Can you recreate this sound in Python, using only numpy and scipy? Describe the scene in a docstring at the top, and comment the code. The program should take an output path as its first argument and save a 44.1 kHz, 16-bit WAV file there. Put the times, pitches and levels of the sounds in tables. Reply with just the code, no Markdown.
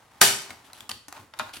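"""A faint rubbing of plastic under the hand is heard first; one loud snap follows, then ticks, cracks and pops.
Scissors cut a stiff blister pack on a table, heard close and in stereo in a small live room.
Fracture is modelled as short noise bursts, resonance as damped sinusoids, friction as random tiny slips,
table knocks as low noise bursts; decaying noise serves as the room's impulse response.
Scraping, thuds and soft background noise complete the scene."""
import sys
import numpy as np
from scipy import signal
from scipy.fft import rfft, irfft, next_fast_len
from scipy.io import wavfile

SR = 44100
rng = np.random.default_rng(int(sys.argv[2]) if len(sys.argv) > 2 else 0)


def pcm_store(signal):
    """Save signal as 16-bit PCM."""
    levels = np.round(np.clip(np.atleast_2d(signal), -1, 1) * 32767)
    wavfile.write(sys.argv[1], SR, levels.astype(np.int16).T)


N = 70560  # samples, 1.6 s

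# Spectra are relative densities: each noise is scaled to rms 1 before its level is applied.

# Snap, the blades breaking through the rim: spectrum [f/Hz, density/dB]
SNAP_SPECTRUM = [(30, -18.5), (105, -10), (200, -18.5), (330, -13.5), (490, -5), (640, -6), (1250, -4.5),
                 (4500, -4.5), (6800, -6.5), (8000, -5.5), (11500, -7.5), (16000, -18.5)]
SNAP_S, SNAP_DB, SNAP_ROOM_DB = 0.2125, -5, 0.5
SNAP_ATTACK_S, SNAP_HOLD_S, SNAP_T60_S = 0.0018, 0.0028, 0.035
YIELD_LEAD_S, YIELD_DB = 0.0047, -21.5  # the rim starts to give just before it breaks
# Strong modes of the stiff rim [f/Hz, level/dB, T60/s]
RIM_MODES = [(394.5, -31.5, 0.56), (706.6, -20.5, 0.16), (824.6, -23.5, 0.11), (1241, -18, 0.065),
             (1580, -18.5, 0.13), (1709, -23, 0.18)]
# Faint steady-pitched tones in the snap's tail [f/Hz, level/dB re TAIL_TONES_DB]
TAIL_TONES = [(827, 1), (1235, -2), (2233, -10), (2622, -7.5), (3510, -0.5), (5367, -6.5), (7169, -5.5),
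              (7683, -9), (9020, -5), (10886, -4.5), (12380, -6)]
TAIL_TONES_DB, TAIL_TONES_T60_S = -31.5, 0.42
TAIL_GRAIN_DB, TAIL_GRAIN_T60_S = -24, 0.5

# Small cracks of the sheet
# [t/s, middle level/dB, upper level/dB, top level/dB, base T60/s, patch f/Hz, patch level/dB]
CRACK_EVENTS = [(0.505, -40.5, -39, -42.5, 0.019, 2170, -32), (0.7003, -51, -57, -66, 0.012, 890, -42),
                (0.7317, -47.5, -43, -40, 0.0096, 4000, -35), (0.806, -45.5, -40.5, -40, 0.0091, 3410, -30),
                (0.8925, -45.5, -30.5, -30.5, 0.02, 1185, -28.5),
                (0.8965, -44, -36, -51, 0.0088, 3510, -30), (0.909, -39, -40, -41, 0.015, 1070, -56),
                (0.9143, -44.5, -27, -36.5, 0.009, 4630, -21),
                (1.0826, -47, -45, -40.5, 0.026, 1810, -43.5), (1.1255, -38, -40, -37, 0.0065, 1070, -31),
                (1.337, -43, -42, -57, 0.018, 1310, -38), (1.389, -45, -35.5, -38.5, 0.023, 10720, -35.5),
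                (1.3952, -27, -27, -37, 0.0059, 1890, -22), (1.493, -47, -47.5, -56, .012, 1580, -35),
                (1.5365, -51, -38, -44.5, 0.021, 3070, -37), (1.568, -48.5, -39.5, -45, 0.021, 2780, -37)]
# Middle, upper and top bands of a crack [lower f/Hz, upper f/Hz]
CRACK_BAND_EDGES = [(700, 1970), (2700, 4900), (6000, 12500)]
# Decay time of each band as a multiple of the base T60 [ratio]
CRACK_BAND_LINGER = [3.75, 1.27, 1.66]
CRACK_ATTACK_S, CRACK_HOLD_S, CRACK_ROOM_DB = 0.000413, 0.00053, -8.5
PATCH_LINGER = 1.2  # decay time of the flexing patch over the base T60

# Low notes of the flexing backing card [t/s, f/Hz, level/dB]
CARD_FLEXES = [(.893, 235, -44.5), (1.082, 290, -43), (1.408, 223, -39.5), (1.57, 272, -44)]
FLEX_T60_S = 0.09

# Hollow pops of the buckling blister [t/s, level/dB]
POP_EVENTS = [(1.1655, -47), (1.3962, -26.5)]
# Spectrum of the pop's noise [f/Hz, density/dB]
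POP_SPECTRUM = [(30, -42), (250, -13), (450, -20), (620, -16), (1000, 1.5), (1450, 2), (2300, -8.5),
                (3700, -7.5), (7000, -23), (14000, -50)]
# Modes of the blister shell [f/Hz, level/dB re SHELL_DB and the pop, T60/s]
SHELL_MODES = [(620, 4.5, 0.11), (794, 0.5, 0.12), (909, 3, 0.1), (1070, -4.5, 0.31), (1422, 6, 0.1),
               (2430, 0.5, 0.091), (2770, -4, 0.1)]
SHELL_DB = -8  # re the pop
POP_T60_S, POP_ROOM_DB = 0.075, -9

# Level course of the pack rubbing under the hand [t/s, level/dB]
RUB_LEVEL = [(0, -57.5), (0.088, -62.5), (.13, -56.5), (0.501, -49), (.61, -56.5), (.71, -56.5),
             (.83, -52.5), (.88, -62), (1.05, -88), (1.131, -52), (1.174, -47), (1.24, -56.5),
             (1.32, -68.5), (1.377, -53), (1.491, -49), (1.52, -56.5), (1.6, -58)]
# Spectrum of the rubbing [f/Hz, density/dB]
RUB_SPECTRUM = [(100, -22.5), (280, -5.5), (520, -11.5), (850, 0), (1600, -8), (2500, -12), (5000, -17),
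                (15000, -25.5)]

# Strokes of a blade along the cut [t/s, hold/s, level/dB]
SCRAPE_STROKES = [(0.642, 0.019, -56), (0.742, 0.043, -53), (1.53, 0.032, -43)]
# Spectrum of the scraping [f/Hz, density/dB]
SCRAPE_SPECTRUM = [(300, -5.5), (2000, 0), (3200, 5.5), (6500, -5.5), (10500, 0), (16000, -15)]

# Thuds of the pack shifting on the table [t/s, level/dB]
THUD_EVENTS = [(0.491, -50.5), (0.795, -53), (0.901, -48), (1.191, -51), (1.403, -49), (1.57, -54.5)]
# Spectrum of a thud [f/Hz, density/dB]
THUD_SPECTRUM = [(20, -36), (60, -16), (100, 3), (160, -14.5), (250, -2), (400, -13), (900, -27)]

# Steady background noise [f/Hz, density/dB]
FLOOR_SPECTRUM = [(15, -45), (25, -11), (92, 9), (344, -8), (439, -1), (796, -3.5), (1040, -3.5),
                  (6740, -16.5), (10400, -16), (16000, -35.5)]
FLOOR_DB = -62.5

# Reverberation time of the room [f/Hz, T60/s]
ROOM_T60 = [(100, 0.44), (300, 0.6), (700, 0.38), (2000, 0.45), (5000, 0.45), (9000, 0.4), (15000, 0.29)]
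# Left-right correlation of the reverberation [f/Hz, coefficient]
ROOM_LIKENESS = [(100, 0.99), (280, 0.4), (650, 0.91), (1200, .25), (5000, 0.58)]
# Left-right correlation of the coloured noises [f/Hz, coefficient]
NEAR_LIKENESS = [(100, 0.94), (2000, 0.66), (10000, 0.43)]
# Amount by which the left side is louder [f/Hz, difference/dB]
LEFT_EXCESS = [(200, 0.3), (12000, 1.2)]
LEFT_LEAD_S = 0.000015  # arrival at the left before the right
ROOM_DELAY_S = 0.0045  # the reverberation's fade-in is half complete
MODE_RISE_S = 0.0004  # time constant
CEILING, TOP_HZ = 0.92, 16200  # limiting amplitude, -3 dB band limit


def amp(db):
    """Level definition: decibels to an amplitude ratio."""
    return 10 ** (np.asarray(db) / 20)


def unit(x):
    """Normalisation of mean power: the signal scaled to rms 1."""
    return x / np.sqrt(np.mean(x ** 2) + 1e-20)


def along(points, hz):
    """Interpolation of (f/Hz, value) points on a logarithmic frequency axis."""
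    f, value = np.transpose(points)
    return np.interp(np.log(hz + 1), np.log(f + 1), value)


def since(s):
    """Elapsed time in seconds from s, zero before it."""
    return np.maximum(np.arange(N) / SR - s, 0)


def filtered(x, response):
    """Linear filtering: the spectrum multiplied by a frequency response."""
    size = next_fast_len(N + 8192)
    spectrum = rfft(x, size) * response(np.fft.rfftfreq(size, 1 / SR))
    return irfft(spectrum, size)[..., :N]


def spread(pair, likeness):
    """Interaural coherence: two unrelated signals mixed to a given left-right correlation."""
    def mid_side_gains(hz):
        angle = np.arccos(np.clip(along(likeness, hz), -1, 1)) / 2
        return np.array([np.cos(angle), np.sin(angle)])

    mid, side = filtered(pair, mid_side_gains)
    return np.array([mid + side, mid - side])


def coloured(pair, spectrum):
    """Spectral shaping: a near stereo sound of rms 1 filtered by the given spectrum."""
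    return unit(filtered(spread(pair, NEAR_LIKENESS), lambda hz: amp(along(spectrum, hz))))


def noise(spectrum):
    """Random excitation: white noise shaped into coloured stereo noise."""
    return coloured(rng.standard_normal((2, N)), spectrum)


def grains(spectrum, rate, scatter_db, hiss):
    """Random impulse process: tiny slips (rate in 1/s) of scattered size, with added hiss."""
    struck = rng.random(N) < rate / SR
    sizes = amp(scatter_db * np.clip(rng.standard_normal(N), -2, 2))
    slips = struck * sizes * rng.choice([-1, 1], (2, N))
    return coloured(unit(slips) + hiss * rng.standard_normal((2, N)), spectrum)


def envelope(s, attack, hold, t60):
    """Transient energy build-up and loss: quadratic rise, hold, exponential decay."""
    rise = np.minimum(since(s) / attack, 1) ** 2
    return rise * amp(-60 * since(s + attack + hold) / t60)


def burst(x, shape):
    """Energy conservation: x under an envelope, carrying exactly the envelope's energy."""
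    return unit(x * shape) * np.sqrt(np.mean(shape ** 2))


def in_room(x, room_db):
    """Reverberation: direct sound plus its convolution with noise decaying at a rate set by frequency."""
    diffuse = spread(rng.standard_normal((2, N)), ROOM_LIKENESS)
    hz, t, bins = signal.stft(diffuse, SR, nperseg=256)
    decay = amp(-60 * t / along(ROOM_T60, hz)[:, None])
    tail = signal.istft(bins * decay, SR, nperseg=256)[1][:, :N]
    tail = tail * np.minimum(since(ROOM_DELAY_S / 2) / ROOM_DELAY_S, 1)
    impulse_response = tail / np.linalg.norm(tail[0])
    return x + amp(room_db) * signal.fftconvolve(x, impulse_response, axes=1)[:, :N]


def ring(modes, s):
    """Modal superposition: damped sinusoids from s, alternating in sign, with random phase at each side."""
    t = since(s)
    swing = np.zeros((2, N))
    for k, (hz, db, t60) in enumerate(modes):
        phase = rng.normal(0, 0.48, (2, 1))
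        swing += (-1) ** k * amp(db - 60 * t / t60) * np.sin(2 * np.pi * hz * t + phase)
    return swing * (1 - np.exp(-t / MODE_RISE_S))


def snap():
    """Brittle fracture and free vibration: the rim gives, tears and rings, with faint tones in the tail."""
    tear_shape = envelope(SNAP_S, SNAP_ATTACK_S, SNAP_HOLD_S, SNAP_T60_S)
    give_shape = envelope(SNAP_S - YIELD_LEAD_S, YIELD_LEAD_S, 0, SNAP_T60_S)
    tear = amp(SNAP_DB) * burst(noise(SNAP_SPECTRUM), tear_shape)
    give = amp(YIELD_DB) * burst(noise(SNAP_SPECTRUM), give_shape)
    tones = RIM_MODES + [(hz, db + TAIL_TONES_DB, TAIL_TONES_T60_S) for hz, db in TAIL_TONES]
    return in_room(tear + give, SNAP_ROOM_DB) + ring(tones, SNAP_S + SNAP_ATTACK_S)


def tail_grain():
    """Grainy decay: sparse random impulses roughen the snap's fading tail."""
    fade = envelope(SNAP_S, SNAP_ATTACK_S, 0, TAIL_GRAIN_T60_S)
    return amp(TAIL_GRAIN_DB) * fade * grains(SNAP_SPECTRUM, rate=150, scatter_db=0, hiss=0)


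def cracks():
    """Local fracture: three-band bursts, the lowest lingering longest, and a brief ring of the patch."""
    out = np.zeros((2, N))
    for k, (lo, hi) in enumerate(CRACK_BAND_EDGES):
        band = noise([(lo / 20, -80), (lo / 2, -24), (lo, 0), (hi, -3), (hi * 2, -40), (hi * 10, -80)])
        for s, *levels, t60, _, _ in CRACK_EVENTS:
            shape = envelope(s, CRACK_ATTACK_S, CRACK_HOLD_S, t60 * CRACK_BAND_LINGER[k])
            out += amp(levels[k]) * burst(band, shape)
    for s, *_, t60, hz, db in CRACK_EVENTS:
        out += ring([(hz, db, t60 * PATCH_LINGER)], s + CRACK_ATTACK_S)
    return in_room(out, CRACK_ROOM_DB)


def pops():
    """Snap-through buckling: the blister flips in a noise burst and rings its shell modes."""
    flip_noise = noise(POP_SPECTRUM)
    out = np.zeros((2, N))
    for s, db in POP_EVENTS:
        flip = burst(flip_noise, envelope(s, 0.0002, 0.0024, POP_T60_S))
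        out += amp(db) * (flip + amp(SHELL_DB) * ring(SHELL_MODES, s))
    return in_room(out, POP_ROOM_DB)


def flexes():
    """Plate bending: the backing card sounds brief low notes as damped single modes."""
    return sum(ring([(hz, db, FLEX_T60_S)], s) for s, hz, db in CARD_FLEXES)


def scrapes():
    """Dry friction: bright, gritty slips of steel along the cut edge, in short strokes."""
    strokes = sum(amp(db) * envelope(s, 0.0038, hold, 0.15) for s, hold, db in SCRAPE_STROKES)
    return in_room(strokes * grains(SCRAPE_SPECTRUM, rate=1300, scatter_db=1, hiss=0.28), room_db=-11)


def thuds():
    """Impact radiation: the table top answers each shift of the pack with a soft low knock."""
    out = np.zeros((2, N))
    for s, db in THUD_EVENTS:
        out += amp(db) * burst(noise(THUD_SPECTRUM), envelope(s, 0.006854, 0.0034, 0.35))
    return out


def rubbing():
    """Stick-slip: dull friction of the pack under the hand, following a varying level."""
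    level_db = np.interp(since(0), *np.transpose(RUB_LEVEL))
    return amp(level_db) * grains(RUB_SPECTRUM, rate=740, scatter_db=1.5, hiss=0.75)


def background():
    """Stationary random noise: the steady sound of the quiet room."""
    return amp(FLOOR_DB) * noise(FLOOR_SPECTRUM)


def scene():
    """Superposition: all handling, set slightly to the left by level and arrival time, over the room."""
    near = snap() + tail_grain() + cracks() + pops() + flexes() + scrapes() + thuds() + rubbing()
    sides = np.array([[1], [-1]])  # left, right

    def placement(hz):
        gain = amp(along(LEFT_EXCESS, hz) * sides / 2)
        return gain * np.exp(1j * np.pi * hz * LEFT_LEAD_S * sides)

    return filtered(near, placement) + background()


def record(dry):
    """Saturation and band limiting: peaks are rounded off, then a steep low-pass ends the band."""
    rounded = dry / (1 + np.abs(dry / CEILING) ** 4) ** (1 / 4)
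    return filtered(rounded, lambda hz: 1 / np.sqrt(1 + (hz / TOP_HZ) ** 160))


dry = scene()
out = record(dry)
pcm_store(out)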